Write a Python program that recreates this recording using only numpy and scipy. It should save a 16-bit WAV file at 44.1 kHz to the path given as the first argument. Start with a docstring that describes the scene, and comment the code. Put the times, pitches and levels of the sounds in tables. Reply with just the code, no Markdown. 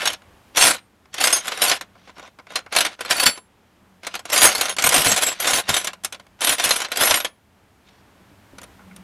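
"""Over a quiet, humming workshop, a gloved hand rummages through steel wrenches in a tool chest drawer.
Clacks and dragging are shaped noise: jangling cracks that also shake the sheet-metal drawer pan.
Dull knocks push noise into the pan's resonances; wrenches hanging free ring as fading sine tones
until they touch the pile again. Shoves sound the low tones of the whole chest.
The workshop is filtered noise with a wavering hum, and a faint tail follows the tools."""
import sys
import numpy as np
from scipy import signal
from scipy.fft import rfft, irfft, next_fast_len
from scipy.io import wavfile
from scipy.ndimage import uniform_filter1d, map_coordinates

SR = 44100
rng = np.random.default_rng(int(sys.argv[2]) if len(sys.argv) > 2 else 0)


def bounce(signal):
    """Save signal as a 16-bit WAV file at the path given by the first command-line argument."""
    frames = np.transpose(np.atleast_2d(signal))
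    limited = np.clip(frames, -1, 1)
    pcm = np.round(limited * 32767).astype(np.int16)
    wavfile.write(sys.argv[1], SR, pcm)


N = 398223  # length of the scene in samples

# Levels of the tools are before the gains in the layer functions. A t60 is the time to fade by 60 dB.
# colour of the workshop noise, relative: (frequency [Hz], level [dB])
WORKSHOP_COLOUR = [(13, -34), (22, -18.5), (85, -1), (175, -11.5), (207, -6), (350, -11), (501, -13),
                   (847, -13), (1840, -18.5), (3290, -23.5), (4330, -31), (14600, -49.5), (16400, -47)]
# how loud the workshop is: (time [s], background level [dB], hum level [dB])
WORKSHOP_LEVELS = [(0, -56.5, -56), (.5, -52.5, -71), (.9, -59, -68), (2, -58, -61.5), (3.5, -60, -71),
                   (3.95, -57.5, -63.5), (6.2, -57.5, -61), (7.4, -59.5, -70.5), (8.2, -54.5, -63.5),
                   (8.7, -50.5, -57.5), (9.03, -51.5, -47.5)]
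# strokes of the hand, each dragging the pile into a continuous rattle:
# (start [s], end [s], level at the start [dB], level at the end [dB])
STROKES = [(0, 0.145, -26, -34.5), (0.572, 0.72, -17.5, -22), (.725, 0.79, -28, -42.5),
           (1.142, 1.203, -37, -33.5), (1.207, 1.378, -20.5, -25), (1.39, 1.61, -34.5, -30.5),
           (1.62, 1.764, -17.5, -27.5), (1.946, 2.104, -63, -48.5), (2.157, 2.277, -50.5, -44.5),
           (2.496, 2.593, -45, -39.5), (2.731, 2.856, -28.5, -29), (2.87, 2.942, -39, -43.5),
           (2.994, 3.105, -44, -39.5), (3.099, 3.299, -26.5, -26), (3.3, 3.38, -32.5, -45.5),
           (4.04, 4.188, -43, -44), (4.256, 4.321, -48.5, -34), (4.332, 4.499, -19, -20),
           (4.505, 4.724, -24.5, -29.5), (4.792, 4.84, -24.5, -26.5), (4.849, 5.147, -24, -23),
           (5.161, 5.333, -24, -29), (5.34, 5.39, -36.5, -42.5), (5.403, 5.464, -26, -22),
           (5.472, 5.603, -16, -22), (5.62, 5.69, -50, -41.5), (5.692, 5.818, -21.5, -31.5),
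           (5.844, 5.907, -27.5, -41.5), (6.418, 6.543, -24, -23), (6.552, 6.58, -35, -37),
           (6.595, 6.744, -25, -25), (6.74, 6.862, -25, -37), (6.908, 7.002, -39.5, -26.5),
           (7.007, 7.181, -19, -25), (7.17, 7.248, -32, -44.5), (7.86, 8.008, -60, -61)]
# one wrench sliding briefly over another, swelling and fading: (middle [s], level [dB], length [s])
SLIDES = [(.641, -16, .04), (.68, -15, .06), (0.733, -24.5, 0.054), (3.129, -22.5, 0.015),
          (3.237, -19, 0.022), (4.45, -12, .07), (4.87, -16.5, 0.02), (4.969, -17, 0.086),
          (5.018, -18, 0.03), (5.072, -16.5, 0.045), (5.184, -16.5, 0.022), (5.23, -16.5, 0.036),
          (5.291, -24.5, 0.034), (5.502, -20, .04), (5.595, -23.5, 0.043), (6.448, -17, 0.013),
          (6.53, -20, 0.027), (6.654, -16.5, 0.019), (7.033, -16, 0.06), (7.89, -55, .05)]
# separate clacks of steel on steel: (time [s], peak level [dB], treble over the peak [dB])
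CLACKS = [(0.017, -12, -18), (0.055, -1.5, -10.5), (0.073, -1, -13), (0.101, -15, -14), (0.131, -16, -11),
          (0.219, -38, -22), (0.548, -24, -24), (0.559, -14, -10), (0.57, -1, -12.5), (0.61, 1, -16),
          (0.624, 2, -13), (0.666, -1.5, -13), (0.744, -17.5, -14), (1.055, -41, -20), (1.141, -14.5, -9.5),
          (1.182, -11.5, -18), (1.211, -4, -14.5), (1.239, 0.5, -12), (1.271, 0.5, -10), (1.326, -4, -8.5),
          (1.366, -7.5, -10), (1.455, -16.5, -14), (1.47, -17, -8), (1.479, -8, -10.5),
          (1.518, -7.5, -25.5), (1.575, -17.5, -16), (1.618, -4, -7.5), (1.681, -10, -9.5),
          (1.696, -3, -8.5), (1.714, 3.5, -19.5), (1.81, -14, -12), (1.954, -46, -20), (2.075, -36, -22),
          (2.094, -34.5, -27), (2.168, -37, -24), (2.181, -29, -19), (2.195, -28.5, -14), (2.227, -34, -23),
          (2.276, -37, -15), (2.387, -33, -22), (2.396, -36, -22), (2.468, -35, -20), (2.504, -27.5, -18),
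          (2.52, -31, -8), (2.556, -3, -11.5), (2.589, -24, -18), (2.662, -33, -22), (2.724, -8, -20),
          (2.75, -8, -15), (2.763, 2.5, -11), (2.785, -1.5, -11), (2.806, 0, -9.5), (2.849, -3.5, -17),
          (2.863, -8, -15), (2.991, -25.5, -30), (3.007, -10, -15.5), (3.049, -18, -15),
          (3.058, -17.5, -19), (3.081, -21, -25), (3.101, -11, -9), (3.108, 3, -13), (3.197, -3.5, -11.5),
          (3.263, 4.5, -8.5), (3.375, -22, -17), (4.032, -25, -16.5), (4.047, -21.5, -20),
          (4.067, -10, -15), (4.14, -12, -21), (4.152, -10, -12.5), (4.192, -21.5, -11),
          (4.253, -18, -10.5), (4.291, -29, -13), (4.299, -12.5, -11), (4.321, -9.5, -14.5),
          (4.331, -4, -20.5), (4.36, -2.5, -12.5), (4.377, -1.5, -9), (4.417, 3, -12), (4.431, -1, -11),
          (4.549, -6.5, -11.5), (4.58, -14.5, -7), (4.61, -0.5, -6.5), (4.654, -6.5, -16), (4.694, -11, -7),
          (4.765, -16, -8), (4.784, -3, -16), (4.822, -7, -9), (4.839, 0.5, -11), (4.89, -5.5, -2.5),
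          (4.921, -2, -15), (4.941, 1, -10), (5.046, -5, -13), (5.063, -2.5, -16), (5.116, -1.5, -14),
          (5.162, -3, -8.5), (5.227, -8.5, -12), (5.267, -10, -10), (5.401, -11, -4), (5.444, -7, -21),
          (5.473, -4.5, -18), (5.533, -1.5, -11), (5.592, -17, -14), (5.691, -3, -8), (5.741, -3, -8.5),
          (5.765, -2, -9), (5.845, -11.5, -6), (5.871, -5, -16), (5.932, -21, -13.5), (6.036, -22, -6),
          (6.046, -9, -1.5), (6.124, -15, -12), (6.145, -20.5, -21), (6.197, -29, -17), (6.266, -41, -8),
          (6.39, -38, -20), (6.407, -16, -4.5), (6.434, -9.5, -10.5), (6.471, -3, -11), (6.493, -1.5, -5),
          (6.582, -11, -12), (6.597, -2.5, -14.5), (6.639, -5, -7.5), (6.691, -4, -10), (6.707, 2, -12.5),
          (6.762, -9.5, -8), (6.802, -8.5, -13), (6.817, -8.5, -13), (6.846, -8.5, -23), (6.884, -26, -17),
          (6.917, -5, -18.5), (6.959, -13, -9), (6.971, -8, -3.5), (7.008, -3, -6.5), (7.072, -1, -13.5),
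          (7.108, 3.5, -14), (7.141, 2, -15.5), (7.201, -8.5, -14), (7.246, -4.5, -14.5),
          (8.583, -23.5, -15), (8.615, -29, -7), (8.631, -28.5, -9), (8.638, -30, -6), (8.962, -30, -4)]
# colour of a crack, relative: (frequency [Hz], level [dB])
STEEL_COLOUR = [(410, -19), (700, -0.5), (911, -8), (1450, -1.5), (3500, -1), (4730, -4), (6500, 1),
                (7030, 0.5), (11000, 2.5), (15300, -19), (16400, -60)]
# resonances of the drawer's sheet-metal pan: (frequency [Hz], width [Hz], relative level [dB])
PAN_MODES = [(294, 110, -4.5), (500, 80, 1.5), (610, 100, 1.5), (763, 90, 1.5), (1023, 100, 2),
             (1447, 120, 2), (2180, 180, -3), (2760, 320, -12)]
# how strongly the pan answers, over the rule for its knock: (time [s], level [dB])
PAN_LEVEL = [(0, -1), (1.3, -1.5), (2.2, 3), (2.8, 2.5), (4.1, -1), (4.6, 1.5), (5.3, -1), (5.7, 1.5),
             (6.1, -3.5), (7.1, 1.5), (9, -4)]
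# dull knocks on the pan, each waking the resonances near one pitch:
# (time [s], level [dB], pitch [Hz], t60 [s])
KNOCKS = [(.03, -26, 750, 0.091), (1.96, -47, 800, .08), (2.074, -41.5, 700, 0.081), (2.094, -44, 900, .05),
          (2.18, -40, 1100, .08), (2.195, -42, 1497, .05), (2.226, -40, 797, 0.078),
          (2.243, -39, 900, 0.08), (2.387, -41, 1100, 0.097), (2.468, -43, 1900, .04),
          (2.665, -38, 1500, .07), (3.2, -22, 1450, .1), (3.222, -24, 900, .06), (4.92, -15, 749, .07),
          (4.94, -16, 600, .06), (5.075, -23, 550, .06), (6.975, -25, 650, .08), (7.108, -18, 650, 0.075),
          (8.583, -37, 2100, .06), (8.647, -44, 1600, .03), (8.53, -44, 450, .07), (8.79, -47, 1300, .2),
          (8.91, -43, 2000, .08)]
# tones of each wrench, by wrench name: (frequency [Hz], level [dB], t60 [s])
WRENCH_MODES = { "long": [(1468, -4, .13), (4476, 4, .15), (5660, -4, .1), (7425, -6, .22), (9043, -3, .1),
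                (9865, -9, .12), (10897, -3, .25), (12770, -15, .15), (13525, -4, .12), (14270, -16, .17)],
                "wide": [(4952, -8, .2), (5360, -7, .1), (6420, 0, .22), (9195, -3, .18), (11154, -11, .2),
                (12790, -20, .2)], "bent": [(6460, -2, .15), (8268, 0, .15), (11490, -8, .15),
                (12489, -3, .12), (13700, -12, .15)], "thin": [(7665, 0, .25), (11412, -8, .15),
                (13010, -14, .15), (13650, -20, .15), (14860, -16, .15)], "short": [(9060, -2, .15),
                (11326, 0, .25), (12320, -9, .15), (13250, -15, .2)], "stubby": [(6503, -8, .15),
                (9517, -5, .15), (10594, 0, .25)], "flat": [(5986, -7, .17), (8139, -10, .15),
                (9948, -6, .12), (11068, -3, .15), (14090, -20, .2)], "dark": [(8150, 0, .1),
                (8705, -10, .5), (9385, -5, .25), (12700, -14, .25), (14280, -17, .25)],
                "small": [(6675, -6, .15), (10335, 0, .25), (13135, -12, .2), (14771, -14, .25)]}
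# blows that leave a wrench ringing: (time [s], wrench name, level [dB], time until it is damped [s])
RINGS = [(0.611, "long", -22, 0.12), (.7, "dark", -40, 0.17), (1.246, "dark", -17.5, .1),
         (1.24, "wide", -21.5, 0.08), (1.327, "wide", -11, 0.085), (1.618, "short", -16, 0.094),
         (1.68, "long", -22, 0.09), (2.772, "long", -26.5, 0.06), (3.164, "long", -26.5, 0.035),
         (3.198, "long", -20, 0.04), (3.257, "long", -15, 0.22), (4.432, "dark", -20, .05),
         (4.453, "wide", -16, .1), (4.553, "long", -29, 0.055), (4.63, "stubby", -31, 0.07),
         (4.691, "stubby", -23.5, 0.055), (4.84, "bent", -15.5, 0.074), (4.94, "dark", -14, 0.088),
         (4.989, "short", -20.5, .06), (5.044, "small", -17.5, 0.14), (5.081, "thin", -16.5, 0.08),
         (5.115, "thin", -17, 0.014), (5.23, "thin", -23, 0.045), (5.263, "thin", -18, 0.071),
         (5.4, "short", -23, 0.072), (5.532, "small", -20, 0.08), (5.551, "long", -28.5, .07),
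         (5.69, "flat", -25, .05), (5.745, "thin", -23, .1), (5.773, "flat", -18, 0.059),
         (6.444, "short", -25, .05), (6.469, "dark", -21, 0.11), (6.51, "small", -20.5, 0.044),
         (6.638, "flat", -13, 0.017), (6.719, "flat", -20, 0.03), (6.758, "flat", -21, 0.034),
         (7.013, "short", -30.5, 0.026), (7.052, "short", -18, 0.085), (7.155, "short", -20, 0.11),
         (7.247, "small", -47, 0.35)]
# shoves that shake the whole chest: (time [s], level [dB])
THUMPS = [(0.63, -33), (1.67, -45), (3.26, -23), (4.425, -24), (4.455, -29), (4.579, -37), (4.84, -24),
          (4.87, -31), (4.957, -22), (4.982, -25), (5.063, -23), (5.088, -28), (5.115, -25), (5.53, -29),
          (5.692, -25), (6.492, -30), (6.655, -36), (7.005, -31), (7.105, -32), (8.312, -44), (8.53, -42)]
# low tones of the whole chest: (frequency [Hz], level [dB])
CHEST_MODES = [(55, -6), (95, -4), (160, -2), (260, 1)]
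# how long the drawer and room answer: (frequency [Hz], t60 [s])
TAIL_T60 = [(200, .3), (2000, .2), (15000, .1)]

HUM_HZ = 188
FIRM_DB = -12  # level of a firm contact
# knock of the pan under a firm clack, and its change per dB of strength: softer ones are mostly pan
KNOCK_DB, KNOCK_PER_DB = -10, -0.5
# treble of a firm drag over its body, and its change per dB: gentler ones are duller
DRAG_BRIGHT_DB, DRAG_BRIGHT_PER_DB = -3, 0.85
DRAG_KNOCK_DB, DRAG_KNOCK_PER_DB = -0.5, 0.23  # the same for the pan under a drag
CREST_DB = 11  # peak of a clack over its rms
RISE_S = 0.0039  # time in which a clack comes up by 60 dB
DECAY_S, DECAY_S_PER_DB = 0.078, 0.0012  # t60 of a firm clack; softer ones die sooner
EDGE_LASTS, PAN_LASTS = 0.61, 1.5  # times the body's t60: treble dies faster, the pan slower
GRIP_S, SETTLE_S = 0.05, 0.081  # time for a stroke to rise and to die away by 60 dB
KNOCK_SPREAD = 0.6  # how far from its pitch a knock reaches [octaves]
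THUMP_RISE_S, THUMP_T60_S = 0.0046, 0.1
TOP_HZ = 16400  # no sound is kept from here up


def amp(db):
    """Turns decibels into a gain."""
    return 10 ** (np.asarray(db) / 20)


def unit(x):
    """Scales a sound to an rms of 1."""
    return x / np.sqrt(np.mean(x ** 2) + 1e-20)


def along(points, hz):
    """Reads a curve of (frequency, value) points on a log frequency axis."""
    f, v = np.transpose(points)
    return np.interp(np.log(hz + 1), np.log(f + 1), v)


def curves(rows):
    """Gives one value per sample for each column after the time."""
    times, *columns = np.transpose(rows)
    return [np.interp(np.arange(N) / SR, times, column) for column in columns]


def wobble(rate):
    """Draws a smooth random curve through `rate` random points a second."""
    points = rng.standard_normal(int(N * rate / SR) + 4)
    return map_coordinates(points, [np.arange(N) * rate / SR])


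def filtered(x, response):
    """Multiplies the spectrum of x by a function of frequency."""
    m = next_fast_len(N + SR // 2)  # spare room keeps the end from wrapping onto the start
    return irfft(rfft(x, m) * response(np.fft.rfftfreq(m, 1 / SR)), m)[..., :N]


def noise(spectrum):
    """Coloured noise of rms 1."""
    return unit(filtered(rng.standard_normal(N), lambda hz: amp(along(spectrum, hz))))


def workshop():
    """Patchy background noise, a thin hiss, and a low hum made of a narrow band of noise that wavers."""
    air_db, hum_db = curves(WORKSHOP_LEVELS)
    air = amp(air_db + 0.8 * wobble(7)) * noise(WORKSHOP_COLOUR)
    hiss = amp(air_db - 11.5) * noise([(1500, -28.5), (4000, 0.5), (15000, -4.5)])
    band = filtered(rng.standard_normal(N), lambda hz: 1 / (1 + ((hz - HUM_HZ) / 10) ** 2))
    hum = amp(hum_db + 2.5 * wobble(6.9)) * unit(band)
    return air + hiss + hum


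def jangle(depth):
    """White noise in which scattered narrow modes flare up and die, as in a heap of loose steel."""
    hz, _, z = signal.stft(rng.standard_normal(N), SR, nperseg=768, noverlap=640)
    struck = (rng.random(z.shape) < 0.012) * amp(3.5 * rng.standard_normal(z.shape))
    spread = uniform_filter1d(struck, size=2, axis=0)
    dying = signal.lfilter([1], [1, -amp(-1.3)], spread, axis=1)  # 1.3 dB lost per frame
    # low modes are damped by the pile, high ones stand out
    freedom = 0.12 + 0.88 / (1 + (5000 / (hz[:, None] + 1)) ** 4)
    flaring = z * (1 + depth * freedom * unit(dying))
    return signal.istft(flaring, nperseg=768, noverlap=640)[1][:N]


def steel_bands(split_hz):
    """The jangle in the colour of steel, as a lower and an upper part of equal rms."""
    crack = filtered(jangle(depth=1.8), lambda hz: amp(along(STEEL_COLOUR, hz)))
    upper = filtered(crack, lambda hz: 1 / (1 + (split_hz / (hz + 1)) ** 6))
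    return unit(crack - upper), unit(upper)


def pan(hz):
    """Response of the sheet-metal pan: a sum of resonances whose signs alternate."""
    response = 0
    for k, (centre, width, db) in enumerate(PAN_MODES):
        push = 1j * hz * width
        response = response + (-1) ** k * amp(db) * push / (centre * centre - hz * hz + push)
    return response


def shares(db, bright_db, knock_db, knock_slope):
    """Levels of body, bright edge and pan knock for a contact of this strength."""
    return db + np.array([0 * db, bright_db, knock_db + knock_slope * (db - FIRM_DB)])


def drag_shares(db):
    """Shares for dragged steel: gentler is duller."""
    bright_db = DRAG_BRIGHT_DB + DRAG_BRIGHT_PER_DB * (db - FIRM_DB)
    return shares(db, bright_db, DRAG_KNOCK_DB, DRAG_KNOCK_PER_DB)


def add_strokes(drags):
    """Adds the rattle of each stroke, which rises, runs from one level to another and settles."""
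    for start, end, start_db, end_db in STROKES:
        first = max(round((start - GRIP_S) * SR), 0)
        last = min(round((end + SETTLE_S) * SR), N)
        span = np.arange(first, last)
        times = [start - GRIP_S, start, end, end + SETTLE_S]
        levels_db = [start_db - 60, start_db, end_db, end_db - 60]
        drags[:, span] += amp(2 * drag_shares(np.interp(span / SR, times, levels_db)))


def contact_powers():
    """Power of the crack's body, bright edge and pan knock: for the clacks, and for slides and rattle."""
    hits, drags = np.zeros((2, 3, N + SR))
    t = np.arange(-SR // 10, SR // 4) / SR
    for s, peak_db, bright_db in CLACKS:
        strength_db = peak_db - CREST_DB
        t60 = DECAY_S + DECAY_S_PER_DB * (strength_db - FIRM_DB)
        lasts = np.maximum(t60 * np.array([[1], [EDGE_LASTS], [PAN_LASTS]]), 0.01)
        level_db = shares(strength_db, bright_db, KNOCK_DB, KNOCK_PER_DB)
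        fall = np.where(t < 0, (t / RISE_S) ** 2, t / lasts)
        at = round((s + RISE_S / 2) * SR)  # the listed time lies halfway up the rise
        hits[:, at:at + len(t)] += amp(2 * (level_db[:, None] - 60 * fall))  # doubled dB gives power
    for s, db, length in SLIDES:
        bump = np.exp(-(3 * t / length) ** 2)
        drags[:, round(s * SR):][:, :len(t)] += amp(2 * drag_shares(db))[:, None] * bump
    # drop the lead-in that made room for shapes starting before time zero
    hits, drags = hits[:, SR // 10:][:, :N], drags[:, SR // 10:][:, :N]
    add_strokes(drags)
    return hits, drags


def clacks_and_drags():
    """Clacks are clean cracks, dragging is a grainy cluster of tiny impacts; both jangle and shake the pan."""
    t = np.arange(SR // 20) / SR
    impacts = (rng.random(N) < 250 / SR) * amp(4 * rng.standard_normal(N))  # about 250 a second
    fading_impacts = signal.fftconvolve(impacts, amp(-60 * t / 0.025))[:N]
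    grain = unit(1.3 + unit(fading_impacts))
    hits, drags = contact_powers()
    body, edge, knock = np.sqrt(hits + drags * grain ** 2)
    low, high = steel_bands(split_hz=4910)
    sheet = unit(filtered(jangle(depth=1.0), pan)) * amp(curves(PAN_LEVEL)[0])
    return amp(-2.5) * body * low + amp(4.5) * edge * high + amp(-4.5) * knock * sheet


def knocks():
    """A short rough push into the pan's resonances around the knock's pitch."""
    out, t = np.zeros(N + SR), np.arange(SR // 5) / SR
    hz = np.fft.rfftfreq(len(t), 1 / SR)
    pushes = rng.standard_normal((len(KNOCKS), len(t)))
    for (s, db, pitch_hz, t60), push in zip(KNOCKS, pushes):
        near = np.exp(-0.5 * (np.log2((hz + 1) / pitch_hz) / KNOCK_SPREAD) ** 2)
        fade = amp(-60 * t / t60) * (1 - np.exp(-t / 0.002))
        sound = fade * irfft(rfft(push) * pan(hz) * near, len(t))
        # give the sound the energy of its fade, whatever the resonances let through
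        level = amp(db) * np.linalg.norm(fade) / np.linalg.norm(sound)
        out[round(s * SR):][:len(t)] += level * sound
    return out[:N]


def rings():
    """A struck wrench sounds its modes at new strengths and falls silent fast once it lies on the pile."""
    out, t = np.zeros(N + SR), np.arange(SR // 3) / SR
    all_luck = rng.standard_normal((len(RINGS), 2, 10))
    for (s, name, db, free), luck in zip(RINGS, all_luck):
        damping = amp(-60 * np.maximum(t - free, 0) / 0.02) * (1 - np.exp(-t / 0.0015))
        tone = np.zeros(len(t))
        for (hz, level, t60), strength, phase in zip(WRENCH_MODES[name], *luck):
            fade = amp(level + 2 * strength - 60 * t / t60)
            tone += fade * np.sin(2 * np.pi * hz * t + 3 * phase)
        out[round(s * SR):][:len(t)] += amp(db) * damping * tone
    # touching neighbours makes the ring flutter
    return out[:N] * amp(0.55 * wobble(60))


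def thumps():
    """Each shove briefly sounds the chest's low modes, a little differently every time."""
    out, t = np.zeros(N + SR), np.arange(SR // 4) / SR
    puff = amp(-60 * t / THUMP_T60_S) * (1 - np.exp(-t / THUMP_RISE_S))
    all_luck = rng.standard_normal((len(THUMPS), 2, len(CHEST_MODES)))
    for (s, db), luck in zip(THUMPS, all_luck):
        tone = np.zeros(len(t))
        for (hz, level), strength, detune in zip(CHEST_MODES, *luck):
            tone += amp(level + 3 * strength) * np.sin(2 * np.pi * hz * (1 + 0.1 * detune) * t)
        out[round(s * SR):][:len(t)] += amp(db) * puff * tone
    return out[:N]


def tail(x):
    """The surroundings answer as fading noise, in which each frequency dies at its own speed."""
    hz, t, z = signal.stft(rng.standard_normal(SR // 2), SR, nperseg=256)
    fade = amp(-60 * t / along(TAIL_T60, hz)[:, None])
    echo = signal.istft(z * fade, SR, nperseg=256)[1]
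    delayed = np.pad(x, (200, 0))  # 200 samples
    return signal.fftconvolve(delayed, echo / np.linalg.norm(echo))[:N]


def scene():
    """The tools with their tail and the thumps of the chest, over the workshop."""
    tools = clacks_and_drags() + knocks() + rings()
    return (tools + amp(-22) * tail(tools) + thumps() + workshop())[None]


def record(dry):
    """Peaks flatten at full scale; the top treble rolls off and nothing is kept from TOP_HZ up."""
    soft = dry / (1 + np.abs(dry) ** 8) ** (1 / 8)
    return filtered(soft, lambda hz: (hz < TOP_HZ) / (1 + (hz / 15300) ** 24))


dry = scene()
out = record(dry)
bounce(out)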